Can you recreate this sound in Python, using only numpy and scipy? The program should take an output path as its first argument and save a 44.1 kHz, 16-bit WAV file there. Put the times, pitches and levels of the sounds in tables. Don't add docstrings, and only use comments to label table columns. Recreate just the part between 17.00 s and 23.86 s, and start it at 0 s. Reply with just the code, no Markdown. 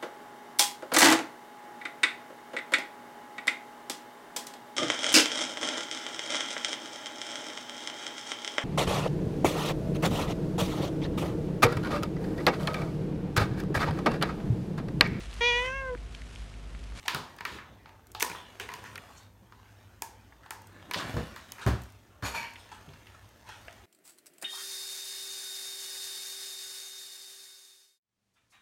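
import sys
import numpy as np
from scipy import signal
from scipy.io import wavfile
from scipy.ndimage import uniform_filter1d

SR = 44100
rng = np.random.default_rng(int(sys.argv[2]) if len(sys.argv) > 2 else 0)


def int16_out(signal):
    q = np.round(np.clip(np.atleast_2d(signal).T, -1, 1) * 32767)
    wavfile.write(sys.argv[1], SR, q.astype(np.int16))


N = 302380

# f/Hz, density/dB per Hz
AIR_SPECTRUM = [(18, -44), (30, 20.5), (100, -7), (121, -49), (149, -10), (259, -8.5), (740, -28),
                (889, -12), (1460, -66), (1670, -41), (2120, -61), (6050, -33), (10500, -35), (12600, -30),
                (16000, -30)]
AIR_DB, HUM_DB, WAVER_DB = -55, -58.5, 1

# f/Hz, t60/s
ROOM_DECAY = [(250, 0.35), (700, 0.48), (1800, 0.37), (4600, 0.44), (12000, 0.24)]

# t/s, blow level/dB, factor on pitch, slap re blow/dB
THUMPS = [(.146, -30, 1.34, -1.5), (0.518, -34, 0.59, -30), (1.301, -36.5, 1.57, -15),
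          (2.42, -44.5, 1.8, -31), (3.96, -30.5, 1.5, 3.5), (4.041, -31.5, 1.0, -2),
          (4.142, -19, 0.86, -7.5), (4.165, -22.5, 1.16, -4), (4.191, -26, 1.03, -5),
          (4.664, -9, 1.0, -12.5), (4.698, -25.5, 1.16, -10.5), (4.744, -30, 0.91, -18),
          (5.228, -22, 0.94, -14), (5.879, -35.5, 1.36, -18)]
# f/Hz, level/dB, t60/s
FLOOR_MODES = [(69.3, -5, 0.33), (108.4, 4, 0.15), (187.2, -8, 0.36), (253.2, -14, 0.42),
               (292.5, -4.5, 0.15), (373.6, -13, 0.23)]
FLOOR_TILT_DB_PER_OCTAVE = -2.5

# t/s, level/dB, brightness/dB per octave
RUSTLE = [(0.05, -56, 3), (0.13, -45, 2), (0.4, -56.5, 0.5), (0.55, -43.5, 2), (0.65, -58, -1),
          (1.18, -64, 0.5), (1.32, -44.5, 4), (1.45, -54.5, 1.5), (1.79, -50.5, 2), (2.23, -55, 2.5),
          (2.31, -65.5, 0), (2.701, -60, 2), (3.47, -61.5, 1), (3.95, -50.5, 0), (4.09, -40.5, 1.5),
          (4.41, -53.5, 2), (4.7, -51, 3), (5.0, -62, 2.5), (5.4, -58.5, -2.5), (5.56, -55.5, 2.5),
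          (6.4, -59, 2.5), (6.61, -56.5, 3.5), (6.86, -57, 2.5)]
# f/Hz, density/dB per Hz
RUSTLE_SPECTRUM = [(88, -42), (150, 7), (368, -1.5), (414, -9), (439, 0), (1790, -7.5), (2180, -11),
                   (5150, -22), (16000, -34)]
# t/s, level/dB, f/Hz, rise/s, fall t60/s, broad skirt/dB
STROKES = [(0.051, -41.5, 830, .008, 0.14, -4), (.47, -54, 3470, 0.021, 0.71, -7),
           (1.345, -52, 3100, 0.011, 0.57, -16), (1.599, -49.5, 500, 0.0048, 0.38, 5.5),
           (1.61, -59, 3220, 0.0068, 0.068, 2), (1.84, -49, 1680, 0.018, 0.35, -3),
           (2.078, -52, 1000, 0.028, 0.12, -20), (2.16, -63, 6260, 0.021, 0.11, 4.5),
           (3.425, -56.5, 1710, .015, 0.33, -6), (3.95, -51, 3150, 0.035, 0.24, 11.5),
           (4.606, -42, 1480, 0.019, 0.22, -2), (5.339, -42, 1050, 0.019, 0.37, -1),
           (5.711, -48.5, 884, 0.0084, 0.24, -1), (5.715, -48.5, 1480, .012, 0.38, -11),
           (6.14, -57, 1220, 0.0085, 0.091, -2.5), (6.44, -56.5, 970, 0.022, 1, -9),
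           (6.45, -50, 1610, 0.054, 0.49, -0.5)]
PATCHY_DB = 3.0
# f/Hz, width/Hz, level/dB
CARD_MODES = [(1740, 42, -8), (2460, 83, -17), (3400, 750, -8.5), (4370, 100, -24)]

# t/s, pressure/dB, rise/s, fall t60/s
SCRAPE = [(5.222, -33, 0.044, .36), (5.33, -41, 0.03, 0.45)]
# f/Hz, nominal width/Hz, level at first contact/dB, level on the second push/dB
SCRAPE_MODES = [(941, 22, -19, 8.5), (1610, 250, -22, 5), (2290, 28, -22, 8.5), (2380, 77, -7, 7),
                (4320, 55, -3, 1.5), (5450, 95, -24, -9), (6710, 64, -6, -8), (9400, 470, -22, -11),
                (11000, 290, -14, -11), (13400, 230, -19, -10)]
# t/s, pressure/dB, rise/s, fall t60/s
BLADES = [(5.575, -56, .025, 0.25), (5.61, -68, 0.029, 0.25)]
# f/Hz, nominal width/Hz, level at first/dB, level later/dB
BLADE_MODES = [(3520, 270, -3, -1), (5160, 120, -6, -5), (8600, 340, -7, -8), (12000, 500, -18, -17)]
SECOND_PUSH_S, BLADE_SHIFT_S = 5.33, 5.63

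# t/s, peak level/dB
TICKS = [(0.3654, -41), (1.07, -41.5), (1.1182, -35), (1.2175, -37), (1.248, -22), (1.5259, -50),
         (3.62, -38.5), (3.6717, -39), (3.7294, -51), (4.4394, -57), (4.8198, -35), (4.8366, -36),
         (4.902, -50), (4.923, -44.5), (5.5064, -45), (5.537, -43), (6.2907, -48), (6.4914, -38.5)]
TICK_LOW_HZ = 4800

# t/s, peak level of the main band/dB, main f/Hz,
# then crackle, treble and box ring re that peak/dB, and room share/dB
SNAPS = [(0.0812, -15.5, 1690, -1.5, -5.5, -10, -0.5), (0.1475, -18.5, 1090, -3, 0, -45, 0),
         (0.386, -35.5, 1740, -5.5, -9, -12, -6), (0.408, -29, 1820, -8, -10, -3, -3.5),
         (0.4523, -21.5, 1540, -2, -6, -11.5, -0.5), (0.5866, -34, 1560, -24, -30, -14, 6),
         (0.8582, -39.5, 1690, -7, -25, -4.5, 1), (0.8919, -43.5, 1700, -5.5, -9, 0, -4.5),
         (1.1495, -32.5, 935, 2, 0.5, -1, 1), (1.1999, -35.5, 1670, 3, 13.5, -16, 8.5),
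         (1.2067, -22, 2320, -21, 1, -12, -11), (1.2221, -26, 1110, -0.5, 5, -1, 2),
         (1.2236, -25.5, 398, -30, -30, -33, 0.5), (1.2265, -14.5, 1830, -25, 8, -7.5, -7.5),
         (1.2465, -36.5, 990, -16, 3, 14, -7), (1.2992, -29.5, 1610, -26, 1, -8, -8),
         (1.3152, -29, 1790, -21, -32, -3.5, -14), (1.3498, -33.5, 1150, -17.5, -27, -2, 4),
         (1.5992, -24, 2060, -23, -3.5, -17, 1), (1.6897, -27, 1740, -9, -9.5, -7, -1.5),
         (1.7185, -35, 1930, -5, -6, -2, 3), (1.7389, -28, 2220, -4, 0, -30, -1),
         (1.8408, -36, 1520, -14.5, -3, -2, -6), (1.8616, -40.5, 1730, -26, -3, -3, 5.5),
         (1.957, -29.5, 1720, -3.5, -3.5, -27, -35), (1.9785, -30.5, 1850, -27, -4, -33, -20),
         (2.5229, -40, 1190, -11, -13, -5, 0), (3.022, -29, 1920, -23, 12.5, 2, -5),
         (3.3235, -45.5, 1560, -28, -29, -4, -6), (3.4616, -41, 1050, -9, -10, -4, -0.5),
         (3.5078, -28.5, 1410, -4, 6, -3.5, -2), (3.9119, -21.5, 1850, -5.5, -2, -6.5, -5),
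         (3.9364, -30, 1350, 8.5, 6.5, -3, 2.5), (3.9434, -18.5, 1870, -1, -16, -10, -1),
         (3.9903, -29, 1240, -8.5, -5, -11.5, 12), (4.1686, -27.5, 1310, -9.5, -7, -16, 6),
         (4.362, -31.5, 1210, -8, -5.5, -23, 4), (4.5212, -40, 2380, -30, 17.5, -4, -9),
         (4.583, -34.5, 1820, -13, -8, -8, 8.5), (4.665, -25, 1300, -7.5, 0.5, -25, 10),
         (5.225, -30, 1200, -9.5, -9, -23, 12.5), (5.4298, -27.5, 2130, -7.5, -30, -16, 6),
         (5.5575, -35.5, 2290, -25, -29, -30, -4), (5.8895, -48, 2930, -9, -8, -5, -1),
         (5.935, -46.5, 1660, -2, -11, -10, 2), (6.0701, -39, 2290, -9, -8.5, -18, 1),
         (6.682, -31, 2110, -15, -26, -7, -6.5)]
# multiple of its pitch, level/dB, t60/s
BOX_MODES = [(0.43, 0.5, 0.021), (0.928, 3, 0.024), (1, 2, 0.069), (1.058, -6.5, 0.075), (1.9, -4, 0.034)]
# t/s, f/Hz
GRIP = [(.6, 957), (.8, 883), (1.16, 859), (1.21, 975.5), (2.6, 1000), (2.95, 898), (3.6, 880), (3.85, 994),
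        (5.0, 920), (6.1, 935), (6.6, 654)]
BURST_T60_S, BOX_TO_ROOM_DB = 0.025, 5

# f/Hz, level/dB
MIC_RESPONSE = [(4500, -2.5), (5700, -1.5), (6500, 0), (7500, -3), (9000, -1.5), (10600, -6), (11800, -3),
                (13500, -5), (16000, -9)]
EDGE_HZ = 16000


def gain_of(db):
    return 10 ** (np.asarray(db) / 20)


def evened(x):
    return x / np.sqrt(np.mean(x ** 2) + 1e-20)


def peaked(x):
    return x / abs(x).max()


def read(points, hz):
    f, value = np.transpose(points)
    return np.interp(np.log(hz + 1), np.log(f + 1), value)


def add(mix, s, sound):
    part = mix[round(s * SR):][:len(sound)]
    part += sound[:len(part)]


def level(rows):
    s, db = np.transpose(rows)[:2]
    return gain_of(np.interp(np.arange(N) / SR, s, db, right=-150))


def swell(t, rise, t60):
    onset = np.sin(np.pi / 2 * np.clip(t / rise, 0, 1)) ** 2
    return onset * gain_of(-60 * np.maximum(t - rise, 0) / t60)


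def band(x, lo_hz, hi_hz):
    edges = [lo_hz, min(hi_hz, SR / 2.1)]
    return signal.sosfilt(signal.butter(N=3, Wn=edges, btype="band", fs=SR, output="sos"), x)


def resonate(x, hz, width):
    r = np.exp(-np.pi * width / SR)
    return 2 * signal.lfilter([1 - r], [1, -r * np.exp(2j * np.pi * hz / SR)], x).real


def rings(modes, t):
    return sum(gain_of(db - 60 * t / t60) * np.sin(2 * np.pi * hz * t) for hz, db, t60 in modes)


def grains(per_s, spread_db):
    size = gain_of(spread_db * np.minimum(rng.exponential(1, N), 5))
    slips = size * (rng.random(N) < per_s / SR)
    return evened(rng.standard_normal(N) * (1 + uniform_filter1d(slips, size=30) * 12.3))


def coloured(x, db_of, size):
    hz, t, z = signal.stft(x, SR, nperseg=size)
    return signal.istft(z * gain_of(db_of(hz[:, None], t)), SR, nperseg=size)[1][:x.shape[-1]]


def air():
    hiss = coloured(rng.standard_normal(N), lambda hz, t: read(AIR_SPECTRUM, hz) + 0 * t, size=2048)
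    drone = resonate(resonate(rng.standard_normal(N), 100.7, 16.0), 96.0, 21.3)
    waver = evened(uniform_filter1d(rng.standard_normal(N), size=SR // 3))
    return gain_of(AIR_DB) * evened(hiss) + gain_of(HUM_DB + WAVER_DB * waver) * evened(drone)


def room(x):
    out, t = np.zeros(N), np.arange(N) / SR
    for k in range(3):
        taps = np.zeros(SR // 2)
        at = np.arange(300, len(taps) - 20, 20)
        taps[at + rng.integers(0, 20, len(at))] = rng.choice([-1., 1.], len(at))
        tail = coloured(taps, lambda hz, s: -60 * s / read(ROOM_DECAY, hz), size=256)
        turn = np.sqrt(2 / 3) * np.cos(np.pi * (3 * t + k / 3))
        out += signal.oaconvolve(x * turn, tail / np.linalg.norm(tail))[:N]
    return out


def thumps():
    out, t = np.zeros(N), np.arange(SR // 2) / SR
    noise = rng.standard_normal((len(THUMPS), len(t)))
    for (s, db, size, slap_db), z in zip(THUMPS, noise):
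        modes = [(hz * size, g + FLOOR_TILT_DB_PER_OCTAVE * np.log2(hz / 100), t60)
                 for hz, g, t60 in FLOOR_MODES]
        slap = band(z * gain_of(-60 * t / 0.22), 144.0, 800.0)
        blow = peaked(rings(modes, t)) + gain_of(slap_db) * peaked(slap)
        add(out, s - .002, gain_of(db) * blow * np.minimum(t / 0.0029, 1))
    return out


def rustle():
    s, _, bright_db = np.transpose(RUSTLE)

    def tone(hz, t):
        tilt = np.interp(t, s, bright_db) * np.log2((hz + 50) / 1500)
        return read(RUSTLE_SPECTRUM, hz) + tilt
    return level(RUSTLE) * evened(coloured(grains(350., 3.65), tone, size=256))


def strokes():
    out, t, drive = np.zeros(N), np.arange(SR // 2) / SR, grains(1200., 1.4)
    for s, db, hz, rise, t60, broad_db in STROKES:
        z = drive[round(s * SR):][:len(t)]
        core = evened(band(z, hz / 1.265, hz * 1.168))
        skirt = evened(resonate(band(z, 350.0, 9900.0), hz, 2200.0))
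        tone = core + gain_of(broad_db) * skirt
        add(out, s, gain_of(db) * tone * swell(t[:len(z)], rise, t60))
    return out


def crumpled(x):
    def patches(hz, t):
        z = rng.standard_normal((len(hz), len(t)))
        smooth = uniform_filter1d(uniform_filter1d(z, size=2, axis=0), size=14, axis=1)
        return PATCHY_DB * evened(smooth)
    return coloured(x, patches, size=512)


def card(x):
    return x + sum(gain_of(db) * resonate(x, hz, width) for hz, width, db in CARD_MODES)


def rub(rows, modes, shift_s, rasp_db):
    t, drive = np.arange(N) / SR, grains(620.0, 2.6)
    later = np.clip((t - shift_s) / 0.036 + .5, 0, 1)
    tones = 0
    for hz, w, first_db, later_db in modes:
        ring = evened(resonate(resonate(drive, hz, 1.8 * w), hz, 6 * w))
        tones = tones + gain_of(first_db + (later_db - first_db) * later) * ring
    rasp = evened(signal.lfilter([1], [1, -.8], band(drive, 450.0, 15000.0)))
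    pressure = sum(gain_of(db) * swell(t - s, rise, t60) for s, db, rise, t60 in rows)
    return pressure * (evened(tones) + gain_of(rasp_db) * rasp)


def ticks():
    out, t = np.zeros(N), np.arange(500) / SR
    for (s, db), z in zip(TICKS, rng.standard_normal((len(TICKS), len(t)))):
        flick = band(z * gain_of(-60 * t / 0.016), TICK_LOW_HZ, 19000.0)
        add(out, s - .0005, gain_of(db) * peaked(flick))
    return out


def snaps():
    near, far, t = np.zeros(N), np.zeros(N), np.arange(6000) / SR
    noise, spike = rng.standard_normal((len(SNAPS), len(t))), 1. * (t == 0)
    for (s, db, hz, crackle_db, treble_db, box_db, wet_db), z in zip(SNAPS, noise):
        burst = z * (1 - np.exp(-t / 0.001)) * gain_of(-60 * t / BURST_T60_S)
        fast = z * (1 - np.exp(-t / 0.0002)) * gain_of(-60 * t / .008)
        parts = [(0, burst, hz / 1.388, hz * 1.424),
                 (crackle_db, burst, 2400., 4800.),
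                 (treble_db, fast, 4900., 18000.)]
        for part_db, drive, lo_hz, hi_hz in parts:
            part = gain_of(db + part_db) * peaked(band(drive, lo_hz, hi_hz))
            add(near, s - .001, part)
            even = band(spike, lo_hz, hi_hz)
            add(far, s, gain_of(wet_db) * even * np.linalg.norm(part) / np.linalg.norm(even))
        pitch = np.interp(s, *np.transpose(GRIP))
        box = rings([(k * pitch, g, t60) for k, g, t60 in BOX_MODES], t)
        ring = gain_of(db + box_db) * peaked(box * (1 - np.exp(-t / 0.0012)))
        add(near, s - .001, ring)
        add(far, s, gain_of(wet_db + BOX_TO_ROOM_DB) * ring)
    return near, far


def scene():
    near, far = snaps()
    scrape = rub(SCRAPE, SCRAPE_MODES, SECOND_PUSH_S, rasp_db=-1.4)
    blades = rub(BLADES, BLADE_MODES, BLADE_SHIFT_S, rasp_db=-16.0)
    handling = card(crumpled(rustle() + strokes())) + scrape + blades + ticks()
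    low = thumps()
    wet = room(gain_of(-4.5) * card(far) + gain_of(-10.5) * handling + gain_of(-9.0) * low)
    return (card(near) + handling + low + wet + air())[None]


def record(dry):
    cut = signal.sosfilt(signal.butter(N=5, Wn=58., btype="high", fs=SR, output="sos"), dry[0])
    heard = coloured(cut, lambda hz, t: read(MIC_RESPONSE, hz) + 0 * t, size=512)[None]
    limit = signal.firwin(511, EDGE_HZ, window=("kaiser", 9), fs=SR)[None]
    return signal.oaconvolve(heard, limit, "same")


dry = scene()
out = record(dry)
int16_out(out)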